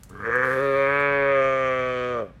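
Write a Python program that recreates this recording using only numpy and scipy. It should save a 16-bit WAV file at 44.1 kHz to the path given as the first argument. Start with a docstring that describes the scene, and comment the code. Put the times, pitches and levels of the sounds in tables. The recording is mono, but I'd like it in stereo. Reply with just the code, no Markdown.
"""A low outdoor rumble, then a hoof snaps dry wood chips and a calf on a rope bawls once in a dirt pen.
The voice starts as a rattle, climbs in strained steps, holds a clear note that slowly sinks, and drops
away as the mouth closes: pulses of the vocal folds ring a throat that glides between postures.
Hooves scuff the litter as grainy noise; fences and trees answer faintly as fading scattered noise."""
import sys
import numpy as np
from scipy import signal
from scipy.fft import rfft, irfft, next_fast_len
from scipy.io import wavfile
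from scipy.ndimage import map_coordinates

SR = 44100
rng = np.random.default_rng(int(sys.argv[2]) if len(sys.argv) > 2 else 0)


def output_pcm(signal):
    """Save a mono or channel-first signal as 16-bit PCM at the path in sys.argv[1].

    Samples are clipped to [-1, 1] before scaling.
    """
    pcm = np.clip(np.atleast_2d(signal).T, -1, 1) * 32767
    wavfile.write(sys.argv[1], SR, np.round(pcm).astype(np.int16))


N = 105840  # 2.4 s


def amp(db):
    """Decibels to gain."""
    return 10 ** (np.asarray(db) / 20)


def unit(x):
    """Scaled to rms 1."""
    return x / np.sqrt(np.mean(x ** 2) + 1e-20)


def along(points, hz):
    """(Hz, value) points read on a log frequency axis."""
    point_hz, values = np.transpose(points)
    return np.interp(np.log(hz + 1), np.log(point_hz + 1), values)


def at(curve, t):
    """(s, value) points read at times t."""
    return np.interp(t, *np.transpose(curve))


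def wobble(rate):
    """A smooth random curve, rate knots a second."""
    knots = rng.standard_normal(int(N * rate / SR) + 4)
    return map_coordinates(knots, [np.arange(N) * rate / SR])


def filtered(x, response):
    """x times a complex response of frequency."""
    padded = next_fast_len(N + SR // 2)
    hz = np.fft.rfftfreq(padded, 1 / SR)
    return irfft(rfft(x, padded) * response(hz), padded)[..., :N]


def noise(spectrum):
    """Two unrelated coloured noises of rms 1."""
    white = rng.standard_normal((2, N))
    return unit(filtered(white, lambda hz: amp(along(spectrum, hz))))


def air():
    """Outdoor rumble: coloured noise, nearly mono in the bass, widest near 400 Hz, gently swelling."""
    # background colour: freq_hz, level_db
    rumble = [(25, -29), (44, 0), (110, -3), (200, -9), (350, -22), (1500, -29), (3000, -39), (16000, -64)]
    # correlation of the two channels: freq_hz, likeness (0-1)
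    likeness = [(100, 0.99), (400, 0.47), (1200, 1), (4000, 1)]
    level_db, swell_db = -48, 2

    def mid_and_side(hz):
        angle = np.arccos(np.clip(along(likeness, hz), -1, 1)) / 2
        return np.array([np.cos(angle), np.sin(angle)])

    mid, side = filtered(noise(rumble), mid_and_side)
    stereo = unit(np.array([mid + side, mid - side]))
    return stereo * amp(level_db + swell_db * wobble(7.2))


def snaps():
    """Dry chips crack under a hoof: bursts of bright noise with instant onset and exponential decay."""
    # cracks: start_s, level_db, t60_s
    cracks = [(.034, -35, .0067), (.039, -57, .071), (.094, -50, .035), (.355, -47, .025),
              (.998, -56, .098)]
    # colour of splitting wood: freq_hz, level_db
    wood = [(500, -24), (1500, -8), (4000, -17), (7000, -2), (16000, -15)]
    t = np.arange(N) / SR
    envelope = 0
    for start_s, level_db, t60_s in cracks:
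        envelope = envelope + (t >= start_s) * amp(level_db - 60 * np.abs(t - start_s) / t60_s)
    return noise(wood)[0] * envelope


def causal(gain):
    """Rows of gains as minimum-phase spectra, which ring only after their excitation."""
    cepstrum = irfft(np.log(gain + 1e-9))
    half = cepstrum.shape[1] // 2
    cepstrum[:, 1:half] *= 2
    cepstrum[:, half + 1:] = 0
    return np.exp(rfft(cepstrum))


def bell(hz, centre_hz, width_hz):
    """Resonance curve, 1 at its centre and half at the edges of its width."""
    return 1 / (1 + (2 * (hz - centre_hz) / width_hz) ** 2)


def throat(times, hz):
    """Gain of throat and mouth at each time: resonances glide between postures, cavities cut hollows."""
    # resonances in each posture: centre_hz, width_hz (before the bell is sharpened), level_db
    rattle = [(318, 50, -24), (425, 56, -2.5), (1200, 530, -5), (1580, 113, -1), (2060, 330, -22),
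              (3000, 500, -32)]
    strained = [(375, 80, -14), (488, 85, 0), (1200, 600, -9), (1640, 340, 0), (2230, 520, -17),
                (3000, 900, -39)]
    nasal = [(400, 130, -1), (545, 100, 0), (1300, 620, -7), (1720, 280, -7), (2330, 600, -17),
             (3600, 1100, -34)]
    parting = [(400, 130, -6), (550, 100, 2), (1130, 400, -8), (1650, 600, -10), (2270, 330, -9.5),
               (3300, 1500, -34)]
    wide_open = [(409, 170, -3.5), (529.7, 98, 4), (1152, 650, -4.5), (1628, 295, 0.5), (2242, 556, -6.5),
                 (3240, 1200, -33)]
    narrowed = [(429, 71, -8.5), (526, 165, 5), (1191, 253, -16), (1680, 500, -23), (2200, 720, -23),
                (3100, 500, -40)]
    closing = [(402, 89, -0.5), (534, 175, 6), (1182.8, 168, -8), (1435, 1500, -16.5), (2350, 464, -17),
               (3050, 800, -27)]
    # mouth movement: time_s, posture (0-6, in the order above; fractions blend neighbours)
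    movement = [(.18, 0), (.245, 1), (.5, 1), (.63, 2), (.69, 2), (.79, 3), (.89, 4), (1.22, 4), (1.43, 5),
                (1.65, 5.1), (2.0, 6)]
    # faint top resonance: time_s, level_db
    sizzle = [(.3, -50), (1.2, -58.5), (1.8, -55), (2.2, -44)]
    # side cavities that swallow two bands: centre_hz, width_hz, depth_db
    cavities = [(860, 150, -5), (2870, 200, -5)]
    # sharp antiresonance that wanders as tongue and palate move: time_s, centre_hz, depth_db
    hollow = [(.6, 1560, 0), (.735, 1490, -18), (.78, 1400, -2), (1.08, 1290, 0), (1.17, 1260, -13),
              (1.26, 1240, -4), (1.38, 940, -9), (1.58, 915, -9), (1.7, 900, 0), (2.1, 860, -8),
              (2.2, 850, 0)]
    # lips shutting, with twice the cut from 2 kHz up: time_s, cut up to 1 kHz (dB)
    muffle = [(2.08, 0), (2.19, -12.5)]
    sizzle_hz, sizzle_width_hz = 6160, 1880
    hollow_width_hz = 110

    postures = np.array([rattle, strained, nasal, parting, wide_open, narrowed, closing])
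    position = at(movement, times)
    weights = np.array([np.interp(position, np.arange(len(postures)), row) for row in np.eye(len(postures))])
    # blended to (column, resonance, time, 1)
    centre_hz, width_hz, level_db = np.einsum("pt,prc->crt", weights, postures)[..., None]
    power = (amp(level_db) ** 2 * bell(hz, centre_hz, width_hz) ** 2.62).sum(axis=0)
    sizzle_gain = amp(at(sizzle, times))[:, None] * bell(hz, sizzle_hz, sizzle_width_hz)
    power += sizzle_gain ** 2

    time_s, *columns = np.transpose(hollow)
    hollow_hz, depth_db = (np.interp(times, time_s, column)[:, None] for column in columns)
    cavities_db = sum(depth * bell(hz, centre, width) for centre, width, depth in cavities)
    hollow_db = depth_db * bell(hz, hollow_hz, hollow_width_hz)
    lips_db = at(muffle, times)[:, None] * np.clip(hz / 1000, 1, 2)
    return np.sqrt(power) * amp(cavities_db + hollow_db + lips_db)


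def bawl(size=2048):
    """Every closing of the folds rings the throat; hoarseness scatters the pulses and adds rasp to each."""
    # vocal folds, before a slight random waver: time_s, pitch_hz
    pitch = [(.09, 91.16), (.2, 99.54), (.24, 105), (.26, 115.7), (.318, 115.5), (.342, 125.5), (.408, 127),
             (.44, 133.1), (.49, 127.4), (.53, 133.7), (.576, 130.3), (.62, 139.3), (.738, 135.4),
             (.764, 137.8), (.854, 137.4), (.906, 140.5), (.996, 142.5), (1.15, 140.6), (1.348, 137.2),
             (1.406, 133.5), (1.476, 133.9), (1.8, 128), (2.124, 123.4), (2.2, 114.1), (2.27, 90.2),
             (2.31, 83.6)]
    # hoarseness: time_s, roughness (0-1)
    roughness = [(.2, .88), (.26, .34), (.4, .2), (.58, .17), (.64, .07), (2.1, .05), (2.3, .4)]
    # chest tone, the lowest partials: time_s, level_db
    chest_level = [(.09, -50), (.14, -43), (.24, -45), (.45, -39.5), (.652, -39), (.799, -41), (2.24, -42),
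                   (2.31, -55)]
    # lowest throat resonances, below the split: time_s, level_db
    low_level = [(.09, -50), (.14, -42), (.235, -42), (.262, -27), (.292, -25.5), (.325, -35), (.355, -27),
                 (.415, -30), (.45, -25.5), (.55, -26.5), (.81, -24), (.91, -26), (1.12, -24.5),
                 (1.4, -20.5), (1.59, -25.5), (2.0, -28.5), (2.222, -27), (2.25, -39), (2.3, -53)]
    # bright blare, above the split: time_s, level_db
    blare_level = [(.09, -60), (.143, -41), (.222, -37), (.256, -24.5), (.285, -28), (.347, -20.5),
                   (.41, -23.5), (.434, -18), (.462, -24), (.518, -24), (.553, -27.5), (.715, -29.5),
                   (.85, -23.5), (.981, -21), (1.349, -25.5), (1.56, -28), (1.671, -27), (2.198, -34),
                   (2.251, -52), (2.31, -66)]
    # the throat delays these bands and blunts each pulse: centre_hz, width_hz
    smears = [(490, 310), (1900, 1800)]
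    chest_hz, split_hz = 297, 800
    jitter_s, shimmer_db = .0003, 4  # both scaled by roughness
    rasp_share, rasp_t60_s = 1.65, .018
    rasp_from_hz = 600  # the low partials stay clean
    rasp_doubles_hz = 3350  # above this the voice turns to hiss

    # one pulse for each full cycle of the folds
    t, hz = np.arange(N) / SR, np.fft.rfftfreq(size, 1 / SR)
    cycles = np.cumsum(at(pitch, t) * (1 + 0.0019 * wobble(29.74))) / SR
    times = np.interp(np.arange(1, int(cycles[-1])), cycles, t)
    times = times[(times > pitch[0][0]) & (times < pitch[-1][0])]
    chance = rng.standard_normal((len(times), size + 2))
    rough = at(roughness, times)
    times = times + jitter_s * rough * chance[:, 0]

    # each band is levelled by its power at the pulse rate
    gain = throat(times, hz)
    below_split = 1 / (1 + (hz / split_hz) ** 10)
    chest = (1 / (1 + (hz / chest_hz) ** 10) / (1 + (90 / (hz + 10)) ** 3))[None]
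    bands = ((chest, chest_level), (gain * below_split, low_level), (gain * (1 - below_split), blare_level))
    shaped = 0
    for band, level in bands:
        power = np.mean(band ** 2, axis=1) * at(pitch, times) / SR
        shaped = shaped + band * (amp(at(level, times)) / np.sqrt(power))[:, None]

    # a decaying puff of noise joins each click, without raising its expected power
    puff = amp(-60 * t[:size] / rasp_t60_s)
    puff_spectrum = rfft(chance[:, 2:] * puff / np.linalg.norm(puff))
    rasp_colour = (1 + (hz / rasp_doubles_hz) ** 4) * hz ** 2 / (hz ** 2 + rasp_from_hz ** 2)
    rasp = rasp_share * rough[:, None] * rasp_colour
    source = (1 + rasp * puff_spectrum) / np.sqrt(1 + rasp ** 2)

    phase = sum(np.arctan2(hz * width, centre ** 2 - hz ** 2) for centre, width in smears)
    smear = np.exp(-2j * phase)
    start, fraction = np.divmod(times * SR, 1)
    subsample_shift = np.exp(-2j * np.pi * hz * fraction[:, None] / SR)
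    pulses = irfft(causal(shaped) * smear * source * subsample_shift)
    pulses *= amp(shimmer_db * rough * chance[:, 1])[:, None]
    places = start.astype(int)[:, None] + np.arange(size)
    return np.bincount(places.ravel(), pulses.ravel(), N)[:N]


def scuff(grain_db=2, sway_db=.8):
    """Hooves plough the loose litter: hiss with fast random grain and a slower sway in level."""
    # drag of the hooves, before grain and sway: time_s, level_db
    drag = [(.2, -65), (.42, -59), (.46, -48), (.54, -47.5), (.63, -53), (1.2, -65), (2.24, -71),
            (2.4, -90)]
    # colour of the loose litter: freq_hz, level_db
    litter = [(500, -12.5), (2000, 8.5), (7000, -2.5), (11000, -0.5), (16000, -11.5)]
    level_db = at(drag, np.arange(N) / SR) + grain_db * wobble(500) + sway_db * wobble(25)
    return noise(litter) * amp(level_db)


def pen(x, t60, level):
    """Scattered answer of the surroundings: a noise tail whose frequencies each die at their own speed."""
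    hz, t, grains = signal.stft(rng.standard_normal((2, SR // 2)), SR, nperseg=256)
    fade = amp(-60 * t / along(t60, hz)[:, None])
    fade = fade / np.linalg.norm(fade, axis=1, keepdims=True)
    tail = signal.istft(grains * fade, SR, nperseg=256)[1]
    wet = signal.fftconvolve(x[None], tail / np.linalg.norm(tail[0]), axes=1)[:, :N]
    return filtered(wet, lambda hz: amp(along(level, hz)))


def from_left(x):
    """The calf stands left of centre: that side leads, with a level difference that varies by band."""
    # lead of the left channel: freq_hz, lead_s
    lead = [(100, .00003), (550, .0002), (1000, .00012), (2750, .000125), (3100, 0)]
    # left level over right: freq_hz, difference_db
    louder = [(60, 0), (250, -3), (420, .5), (1150, 4.5), (1700, -1.5), (2400, -1), (2900, 4), (15000, -3)]
    sides = np.array([[.5], [-.5]])  # each side takes half the difference

    def placement(hz):
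        shift = np.exp(2j * np.pi * hz * sides * along(lead, hz))
        return amp(sides * along(louder, hz)) * shift

    return filtered(x, placement)


def scene():
    """Rough ground and a nearby trunk scatter the calf's sound briefly; fences and trees answer longer."""
    # decay of the ground and trunk scatter: freq_hz, t60_s
    near_t60 = [(200, 0.021), (10000, 0.058)]
    # level of that scatter: freq_hz, level_db
    near_level = [(300, -31), (1300, -5.5), (2500, -5.5), (3600, 1)]
    # decay of the fences and trees: freq_hz, t60_s
    far_t60 = [(500, .36), (3000, .47), (12000, .21)]
    # level of their answer: freq_hz, level_db
    far_level = [(100, -24.5), (1200, -11), (3000, -4.5), (10000, -6)]
    calf = bawl() + snaps()
    near = pen(calf, near_t60, near_level)
    far = pen(calf, far_t60, far_level)
    return from_left(calf) + near + far + scuff() + air()


def record(dry):
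    """The recorder keeps nothing above its band limit."""
    top_hz = 15900
    return filtered(dry, lambda hz: hz < top_hz)


dry = scene()
out = record(dry)
output_pcm(out)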